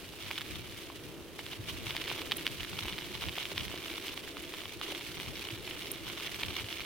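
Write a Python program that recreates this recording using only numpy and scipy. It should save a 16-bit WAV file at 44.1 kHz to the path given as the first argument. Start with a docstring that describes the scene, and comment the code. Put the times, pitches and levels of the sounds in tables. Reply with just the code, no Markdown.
"""Damp gravel crunches under the tyres of a small cart pulled by two dogs, heard from the rider's place.
The crunch is a dense random rain of grain clicks; larger stones grind as shaped noise, then snap and knock.
Pebbles tick and rebound, sand hisses and specks click as coloured noise, and the tyres drone likewise.
Jolts are short decaying tones, and low noise is the moving air that buffets two microphone ports."""
import sys
import numpy as np
from scipy import signal
from scipy.fft import rfft, irfft, next_fast_len
from scipy.io import wavfile
from scipy.ndimage import uniform_filter1d, map_coordinates

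SR = 44100
rng = np.random.default_rng(int(sys.argv[2]) if len(sys.argv) > 2 else 0)


def store_pcm(level_fs):
    """Save levels as 16-bit WAV."""
    pcm = np.round(np.clip(level_fs, -1, 1) * 32767).astype(np.int16)
    wavfile.write(sys.argv[1], SR, np.atleast_2d(pcm).T)


N = 302085


def amp(db):
    """Turn dB into a plain gain."""
    return 10 ** (np.asarray(db) / 20)


def unit(x):
    """Scale x to an average strength (rms) of 1."""
    return x / np.sqrt(np.mean(x ** 2) + 1e-20)


def along(points, hz):
    """Read a curve of (Hz, value) points on a log frequency axis."""
    f, v = np.transpose(points)
    return np.interp(np.log(hz + 1), np.log(f + 1), v)


def curves(rows):
    """One value per sample for each column after the time."""
    s, *cols = np.transpose(rows)
    return [np.interp(np.arange(N) / SR, s, c) for c in cols]


def wobble(rate):
    """A smooth random curve with rate knots a second."""
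    knots = rng.standard_normal(int(N * rate / SR) + 4)
    return map_coordinates(knots, [np.arange(N) * rate / SR])


def swells(rows):
    """Summed power of (centre s, dB, length s) events; length is the time spent above half power."""
    t = np.arange(0, N, 20) / SR
    power = sum(amp(db) ** 2 * .5 ** ((2 * (t - s) / length) ** 2) for s, db, length in rows)
    return np.interp(np.arange(N) / SR, t, power)


def filtered(x, response):
    """Shape the spectrum of x by a response of frequency."""
    m = next_fast_len(x.shape[-1] + SR // 4)
    spectrum = rfft(x, m) * response(np.fft.rfftfreq(m, 1 / SR))
    return irfft(spectrum, m)[..., :x.shape[-1]]


def add(track, s, sound):
    """Mix a stereo sound in at s seconds."""
    room = track[:, max(round(s * SR), 0):][:, :sound.shape[1]]
    room += sound[:, :room.shape[1]]


def lean(right_db):
    """Left and right gains that favour the right port by right_db in all."""
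    return amp(np.array([-right_db, right_db]) / 2)


def rush(spectrum, alike):
    """Coloured stereo noise of rms 1; alike says how similar left and right are at each frequency."""
    def shape(hz):
        turn = np.arccos(np.clip(along(alike, hz), -1, 1)) / 2
        return amp(along(spectrum, hz)) * [np.cos(turn), np.sin(turn)]

    mid, side = filtered(rng.standard_normal((2, N)), shape)
    return unit(np.array([mid + side, mid - side]))


def click(spectrum, shape_db, port_db, lag_ms, scatter_ms, size=1024, count=33):
    """A stone's stereo click of energy 1: its shape bends the colour, its place shifts the ports in time."""
    hz = np.fft.rfftfreq(size, 1 / SR)
    places = [np.linspace(0, count - 1, len(hz))]
    own, left, right = [map_coordinates(k, places) for k in rng.standard_normal((3, count))]
    # short waves differ more between the ports
    ports = np.array([left, right]) * port_db * np.sqrt(np.minimum(hz / 6000, 1))
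    cepstrum = irfft(np.log(amp(along(spectrum, hz) + shape_db * own + ports)))
    cepstrum[:, 1:size // 2] *= 2  # causal: a sharp start, then the ring
    cepstrum[:, size // 2 + 1:] = 0
    lag = (lag_ms + scatter_ms * rng.standard_normal()) / 1000
    delay = 6 / SR + np.array([[-lag], [lag]]) / 2
    wave = irfft(np.exp(rfft(cepstrum) - 2j * np.pi * hz * delay))[:, :size // 2]
    return wave / np.sqrt(np.sum(wave ** 2) / 2)


def crunch(level, per_second, size_db, clump_db, flutter_db, count=20):
    """Grit of many shapes is crushed in little clumps; the forces vary at random from grain to grain."""
    # The colour of crushed grit. Each row: frequency in Hz, level in dB per Hz.
    grit_colour = [(150, -24), (550, -12.5), (1000, -5), (1400, -8), (1920, -8), (2060, -1.5), (2300, 4.5),
                   (2600, -5), (2920, 5), (3200, 1), (3450, 3.5), (4000, -3.5), (5000, -15.5), (5800, -10),
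                   (7200, -40), (9500, -31), (16000, -24)]
    hit = rng.random(N) < per_second / SR
    force = hit * amp(size_db * np.minimum(rng.standard_normal(N), 2) + clump_db * wobble(140))
    # the grains under a tyre share its load, so one large grain relieves its neighbours
    force /= np.sqrt(np.abs(uniform_filter1d(force ** 2, size=1500)) + 1e-9)
    shape = rng.integers(count, size=N)
    grit = np.zeros((2, N))
    for k in range(count):
        grain = click(grit_colour, shape_db=4.5, port_db=4.0, lag_ms=0.021, scatter_ms=0.042)
        own_force = force * (shape == k)
        grit += signal.oaconvolve(own_force[None], grain, axes=1)[:, :N]
    return unit(grit) * level * amp(flutter_db * wobble(45))


def contact_db():
    """The tyres skip or meet bare earth, and the crunch eases in these lulls."""
    # The lulls. Each row: centre in seconds, change in dB, length in seconds between half-depth points.
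    lulls = [(1.607, -6, 0.069), (2.272, -4.5, 0.13), (2.546, -9, 0.065), (2.693, -4.5, .05),
             (3.045, -3.5, 0.047), (3.546, -10, 0.026), (4.155, -10, 0.02), (4.219, -11, 0.026),
             (4.341, -14, 0.045), (4.774, -14, 0.043), (5.316, -7, 0.038), (5.613, -5.5, .06),
             (6.02, -9.5, 0.11), (6.15, -10, 0.028)]
    t = np.arange(0, N, 20) / SR
    change_db = sum(db * .5 ** ((2 * (t - s) / length) ** 2) for s, db, length in lulls)
    return np.interp(np.arange(N) / SR, t, change_db)


def stone_colour(ring_hz):
    """The colour that all stones share, with this one's own resonance on top."""
    # The shared colour of snapping stones. Each row: frequency in Hz, level in dB per Hz.
    shared_colour = [(150, -19), (600, -23), (1400, -8), (1900, -2), (2300, 2), (2650, -2), (3300, 1.5),
                     (4000, -3), (5000, -9), (7000, -27), (14000, -21), (17000, -24)]
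    height_db, half_width_octaves = 6.5, 0.26
    hz = np.geomspace(100, SR / 2, 90)
    resonance_db = height_db * np.exp(-(np.log2(hz / ring_hz) / half_width_octaves) ** 2)
    return np.column_stack([hz, along(shared_colour, hz) + resonance_db])


def stones(lead_s=.012, snap_energy_db=7.5, knock_energy_db=15.0):
    """A pinched stone grinds on its neighbours, snaps and knocks the wheel in one crack, then scrapes to rest."""
    # The larger stones under a tyre. Each row: time of the snap in seconds, snap level in dB,
    # pitch of the ring in Hz, knock level in dB.
    stone_rows = [(0.137, -43, 1900, -41), (0.3071, -31, 2400, -33), (0.3125, -18.5, 2500, -35.5),
                  (0.379, -19, 3270, -42), (0.3817, -21, 3400, -38), (0.41, -24, 3030, -36),
                  (0.4165, -21.5, 3600, -42), (0.5566, -26, 3400, -54), (0.901, -42, 2300, -35),
                  (1.392, -29, 2200, -31.5), (1.465, -26.5, 3300, -41), (1.532, -25, 2400, -46),
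                  (1.9072, -17.5, 3200, -40), (1.9513, -26, 2500, -34), (1.9663, -15.5, 2900, -37),
                  (1.9785, -24, 3700, -52), (2.0181, -24, 2600, -38), (2.04, -24, 3800, -52),
                  (2.0788, -20.5, 2900, -43), (2.1015, -18.5, 2600, -44), (2.115, -30, 2720, -27),
                  (2.2179, -22.5, 2610, -35.5), (2.3124, -19, 2700, -36), (2.319, -13.5, 3000, -45),
                  (2.3206, -14, 2900, -27), (2.3249, -18.5, 3100, -48), (2.4667, -10, 3020, -36),
                  (2.4769, -19, 2800, -52), (2.6062, -22, 3100, -48), (2.632, -22, 3400, -47),
                  (2.6478, -23, 3600, -48), (2.7314, -30, 2700, -35.5), (2.7893, -17, 3000, -36),
                  (2.8552, -28, 2200, -37), (2.8825, -20, 2700, -37), (2.9256, -22, 3100, -46),
                  (2.9816, -22.5, 3300, -39), (2.9864, -21, 3300, -39.5), (3.1624, -29, 3000, -47),
                  (3.2862, -19, 2980, -48), (3.2937, -20.5, 2700, -45), (3.3661, -25, 3000, -45),
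                  (3.3795, -33, 1980, -33), (3.3838, -17, 3100, -41), (3.429, -23, 3300, -48),
                  (3.4545, -19, 3000, -42), (3.518, -35, 1500, -35), (3.579, -12, 3250, -34.5),
                  (3.6811, -23, 3000, -47), (3.741, -42, 1300, -33), (3.902, -24, 3000, -39),
                  (4.0821, -19.5, 3000, -46), (4.1763, -23.5, 3020, -36.5), (4.3696, -25, 2500, -35),
                  (4.539, -25, 2600, -36), (4.6559, -25, 2800, -38), (4.814, -22, 3200, -30.5),
                  (4.9227, -31, 1400, -31), (4.9497, -21, 3200, -44), (5.01, -25.5, 3100, -40),
                  (5.2, -22, 2500, -35.5), (5.5054, -27, 2900, -46), (5.6761, -28, 2510, -36.5),
                  (5.7103, -22, 2700, -46), (5.8227, -26, 3200, -48), (6.2077, -28, 2800, -41),
                  (6.2324, -26.5, 3000, -48), (6.273, -22, 2980, -43), (6.4182, -24, 2500, -44),
                  (6.4324, -19, 2500, -37), (6.4346, -15.5, 2700, -36), (6.4846, -28, 2500, -39),
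                  (6.5415, -28, 2600, -48), (6.5647, -29, 3300, -47), (6.5983, -24, 2600, -38),
                  (6.7273, -21, 2800, -42), (6.8053, -25.5, 2400, -40)]
    # The dull knock on the wheel. Each row: multiple of the knock's pitch, level in dB per Hz.
    knock_colour = [(.15, -13), (.55, -8), (1, 2), (1.35, -2), (3, -12), (8, -35)]
    knock_ratio = .38  # knock pitch over ring pitch: big stones are low in both
    # grinding against its snap; the times are for a 60 dB rise before it and a 60 dB fall after it
    grind_db, crush_s, scrape_s = -20, .025, .04
    grain_share = .08  # share of samples with a grain of grinding
    out, lead = np.zeros((2, N)), round(lead_s * SR)
    t = np.arange(-lead, SR // 30) / SR
    grinding = amp(grind_db - 60 * np.maximum(t / scrape_s, -t / crush_s))
    hz = np.linspace(40, SR / 2, 512)
    for s, snap_db, ring_hz, knock_db in stone_rows:
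        force = grinding * rng.standard_normal(len(t)) * (rng.random(len(t)) < grain_share)
        force[lead] = 1  # the snap itself
        snap = amp(snap_db + snap_energy_db) * unit(amp(along(stone_colour(ring_hz), hz)))
        knock_points = np.multiply(knock_colour, [knock_ratio * ring_hz, 1])
        knock = amp(knock_db + knock_energy_db) * unit(amp(along(knock_points, hz)))
        power = snap ** 2 + knock ** 2
        crack_colour = np.column_stack([hz, 10 * np.log10(power)])
        crack = click(crack_colour, shape_db=1.5, port_db=2, lag_ms=.01, scatter_ms=.016)
        add(out, s + t[0], signal.fftconvolve(force[None], np.sqrt(power.mean()) * crack, axes=1))
    return out


def pebbles(ground_db):
    """Small stones tick and rebound at random, louder where more gravel lies."""
    per_second, energy_db, spread_db = 30, 25.5, 2  # energy_db: over one sample of crunch
    middle_hz, pitch_octaves = 2900, 0.66  # where they ring, and the scatter of their pitch
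    rebound_s, rebound_db = 0.0071, -9  # latest time of the second strike, and its weaker level
    out = np.zeros((2, N))
    for slot in range(int(per_second * N / SR)):
        s = (slot + rng.random()) / per_second  # one pebble somewhere in each slot
        ring_hz = middle_hz * 2 ** (pitch_octaves * rng.standard_normal())
        tick = click(stone_colour(ring_hz), shape_db=3.5, port_db=3, lag_ms=.008, scatter_ms=.045)
        scatter_db = spread_db * np.clip(rng.standard_normal(), -2, 1)
        tick = tick * amp(ground_db[int(s * SR)] + energy_db + scatter_db)
        add(out, s, tick)
        add(out, s + rebound_s * rng.random(), amp(rebound_db) * tick)
    return out


def sand(level):
    """Fine wet sand hisses off the tread in quick flurries."""
    # The colour of the hiss. Each row: frequency in Hz, level in dB per Hz.
    sand_colour = [(300, -30), (700, -4), (1500, 6.5), (3000, 13), (5700, 3.5), (7600, -0.5), (9500, 1.5),
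                   (11500, -2), (13500, 0), (16000, -3.5)]
    # How alike left and right are. Each row: frequency in Hz, likeness (1 = the same, 0 = unrelated).
    likeness = [(200, .65), (500, 0.51), (1500, 0.19), (3000, 0.72), (5000, 0.092), (9000, 0.026)]
    flurries = unit(amp(1.89 * wobble(80) + 2.0 * wobble(600)))
    return rush(sand_colour, likeness) * flurries * level


def specks():
    """Tiny hard flung specks give a short, very bright tick: noise that dies away fast."""
    # The ticks. Each row: start in seconds, level in dB, time in seconds to fall by 60 dB.
    speck_rows = [(2.3688, -28.5, .03), (4.1412, -36, .012), (4.422, -40, .02), (5.9158, -24.5, .022)]
    # The colour of a tick. Each row: frequency in Hz, level in dB per Hz.
    tick_colour = [(3000, -30), (8000, -2), (9500, 5.5), (13500, 6.5), (16000, -6)]
    out, t = np.zeros((2, N)), np.arange(SR // 25) / SR
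    for s, db, t60 in speck_rows:
        add(out, s, amp(db - 4.5 - 60 * t / t60) * rng.standard_normal((2, len(t))))
    return filtered(out, lambda hz: amp(along(tick_colour, hz)))


def tyres():
    """The rough ground shakes the tyres, which drone in one broad resonance."""
    # The strength of the drone. Each row: time in seconds, level in dB.
    roll = [(0, -51.5), (0.85, -51), (1.15, -49), (1.5, -51.5), (2.25, -46), (2.65, -50.5), (3.05, -50),
            (4.35, -48), (4.78, -51.5), (4.9, -45.5), (5.05, -51), (5.9, -48.5), (6.85, -51)]
    # The colour of the drone. Each row: frequency in Hz, level in dB per Hz.
    tyre_colour = [(30, -13), (90, -12), (235, -9), (280, -2), (330, 2.5), (390, -1.5), (480, -6.5),
                   (640, -12), (680, -8.5), (720, -16.5), (1200, -17.5), (4000, -35)]
    drone_db, = curves(roll)
    flutter_db = .7 * wobble(25)
    return rush(tyre_colour, [(200, 0.77), (500, 0.91)]) * amp(drone_db + flutter_db)


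def jolts():
    """A rut thumps the whole cart; a smaller bump rings the tyre for a few cycles."""
    # The ruts and bumps. Each row: time of the peak in seconds, level in dB, pitch in Hz,
    # cycles in which the swing shrinks to about a third.
    jolt_rows = [(1.601, -33, 108, .9), (1.865, -37, 120, 1.5), (2.017, -39, 360, 2.5),
                 (2.83, -39, 100, 1.6), (2.866, -39, 60, .7), (3.108, -37, 350, 2.5),
                 (3.522, -41, 360, 2.2), (3.555, -39, 100, 2.2), (3.741, -40, 378, 2.2),
                 (4.89, -39, 352, 2.5), (4.946, -40, 360, 2.2), (5.51, -39, 342, 2.5),
                 (5.533, -34, 112, 1.3), (6.476, -39, 88, 1.6), (6.645, -39, 100, 1.4)]
    rise, right_db = 1.8, 1.0  # growth in nepers (factors of e) a cycle; lean to the right in dB
    out, t = np.zeros((2, N)), np.arange(-SR // 25, SR // 10) / SR
    for s, db, hz, cycles in jolt_rows:
        swing = np.exp(np.minimum(t * hz * rise, -t * hz / cycles))
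        thump = swing * np.cos(2 * np.pi * hz * t)
        add(out, s + t[0], amp(db) * lean(right_db)[:, None] * thump)
    return out


def wind():
    """The cart's own speed makes a breeze, with gusts on top; eddies strike each port separately."""
    # The breeze. Each row: time in seconds, level in dB.
    breeze = [(0, -53), (2.2, -52.5), (3.5, -54), (4, -53.5), (4.9, -58), (5.4, -51.5), (6.85, -53)]
    # The gusts. Each row: centre in seconds, level in dB, length in seconds between half-power points.
    gusts = [(0.6, -49, 0.19), (1.72, -42, 0.068), (1.88, -47, 0.1), (2.85, -49.5, 0.48),
             (3.28, -45, 0.061), (3.62, -44.5, 0.083), (5.28, -46, 0.11), (6.48, -43.5, 0.057)]
    # The colour of the buffeting. Each row: frequency in Hz, level in dB per Hz.
    buffet_colour = [(12, -34), (25, -17), (60, -1.5), (110, -1), (200, -5.5), (350, -17), (700, -22),
                     (2000, -35), (6000, -80)]
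    breeze_db, = curves(breeze)
    strength = np.sqrt(amp(breeze_db + 1.8 * wobble(11)) ** 2 + swells(gusts))
    eddies = amp(2.8 * np.array([wobble(28), wobble(28)]))
    return unit(rush(buffet_colour, [(50, 0.25), (300, 0.042)]) * eddies) * strength


def scene(bumps_db=1.93):
    """Loose patches and bumps raise the crunch, heaps add finer grains, and the sand follows a little."""
    # Loose grit under the tyres, least on a wet patch. Each row: time in seconds, crunch level in dB.
    loose_grit = [(0, -58.5), (0.185, -57), (0.21, -47.5), (0.62, -51.5), (1.0, -61.5), (1.3, -72),
                  (1.45, -56), (1.65, -53), (1.98, -47.5), (2.52, -47.5), (2.84, -45.5), (3.05, -49.5),
                  (3.8, -46), (4.3, -50), (4.95, -49.5), (6.02, -46), (6.45, -44.5), (6.85, -46.5)]
    # A paw or a wheel meets a heap of loose gravel. Each row: centre in seconds, level in dB,
    # length in seconds between half-power points.
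    scuffs = [(0.384, -41, 0.006), (0.555, -42, 0.015), (1.394, -48, 0.017), (1.528, -41.5, 0.014),
              (1.694, -37.5, 0.016), (2.013, -39, 0.013), (2.107, -40, .006), (2.195, -39.5, 0.0071),
              (2.791, -35, .005), (2.89, -41, 0.016), (3.149, -38.5, 0.012), (3.224, -39, 0.014),
              (3.412, -40, 0.032), (4.096, -44, 0.012), (4.838, -39, 0.013), (4.905, -42, 0.038),
              (6.085, -44.5, 0.038), (6.265, -38, 0.012), (6.604, -44, 0.019)]
    crunch_gain_db = -1  # the rolling crunch against the level of loose grit
    # hiss on average ground; its dB per dB of loose grit, and per dB of a bump, lull or scuff
    sand_mean_db, sand_follows, sand_jolts = -47, 0.34, 0.41
    grit_db, = curves(loose_grit)
    ground_db = grit_db + contact_db()
    rolling = amp(ground_db + bumps_db * wobble(21.924))
    heaps = swells(scuffs)
    crunch_db = 10 * np.log10(rolling ** 2 + heaps)
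    sand_db = sand_mean_db + sand_follows * (grit_db - grit_db.mean())
    sand_db = sand_db + sand_jolts * (crunch_db - grit_db)
    coarse = crunch(rolling * amp(crunch_gain_db), per_second=480, size_db=5.5, clump_db=2.0, flutter_db=2.4)
    fine = crunch(np.sqrt(heaps), per_second=2200, size_db=3, clump_db=1.2, flutter_db=.6, count=10)
    gravel = coarse + fine + sand(amp(sand_db)) + pebbles(ground_db)
    return gravel + stones() + specks() + tyres() + jolts() + wind()


def record(dry):
    """The two microphone ports colour the sound differently; nothing passes above the band limit."""
    # The two ports. Each row: frequency in Hz, right minus left in dB.
    port_balance = [(60, -2.5), (180, -3.5), (320, 1.5), (1300, -1.5), (2300, 4), (3400, 2), (4500, -0.5),
                    (5700, 5), (7500, 0), (9800, 4.5), (12000, 2), (15000, 6)]
    top_hz = 15950
    return filtered(dry, lambda hz: lean(along(port_balance, hz)) * (hz < top_hz))


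dry = scene()
out = record(dry)
store_pcm(out)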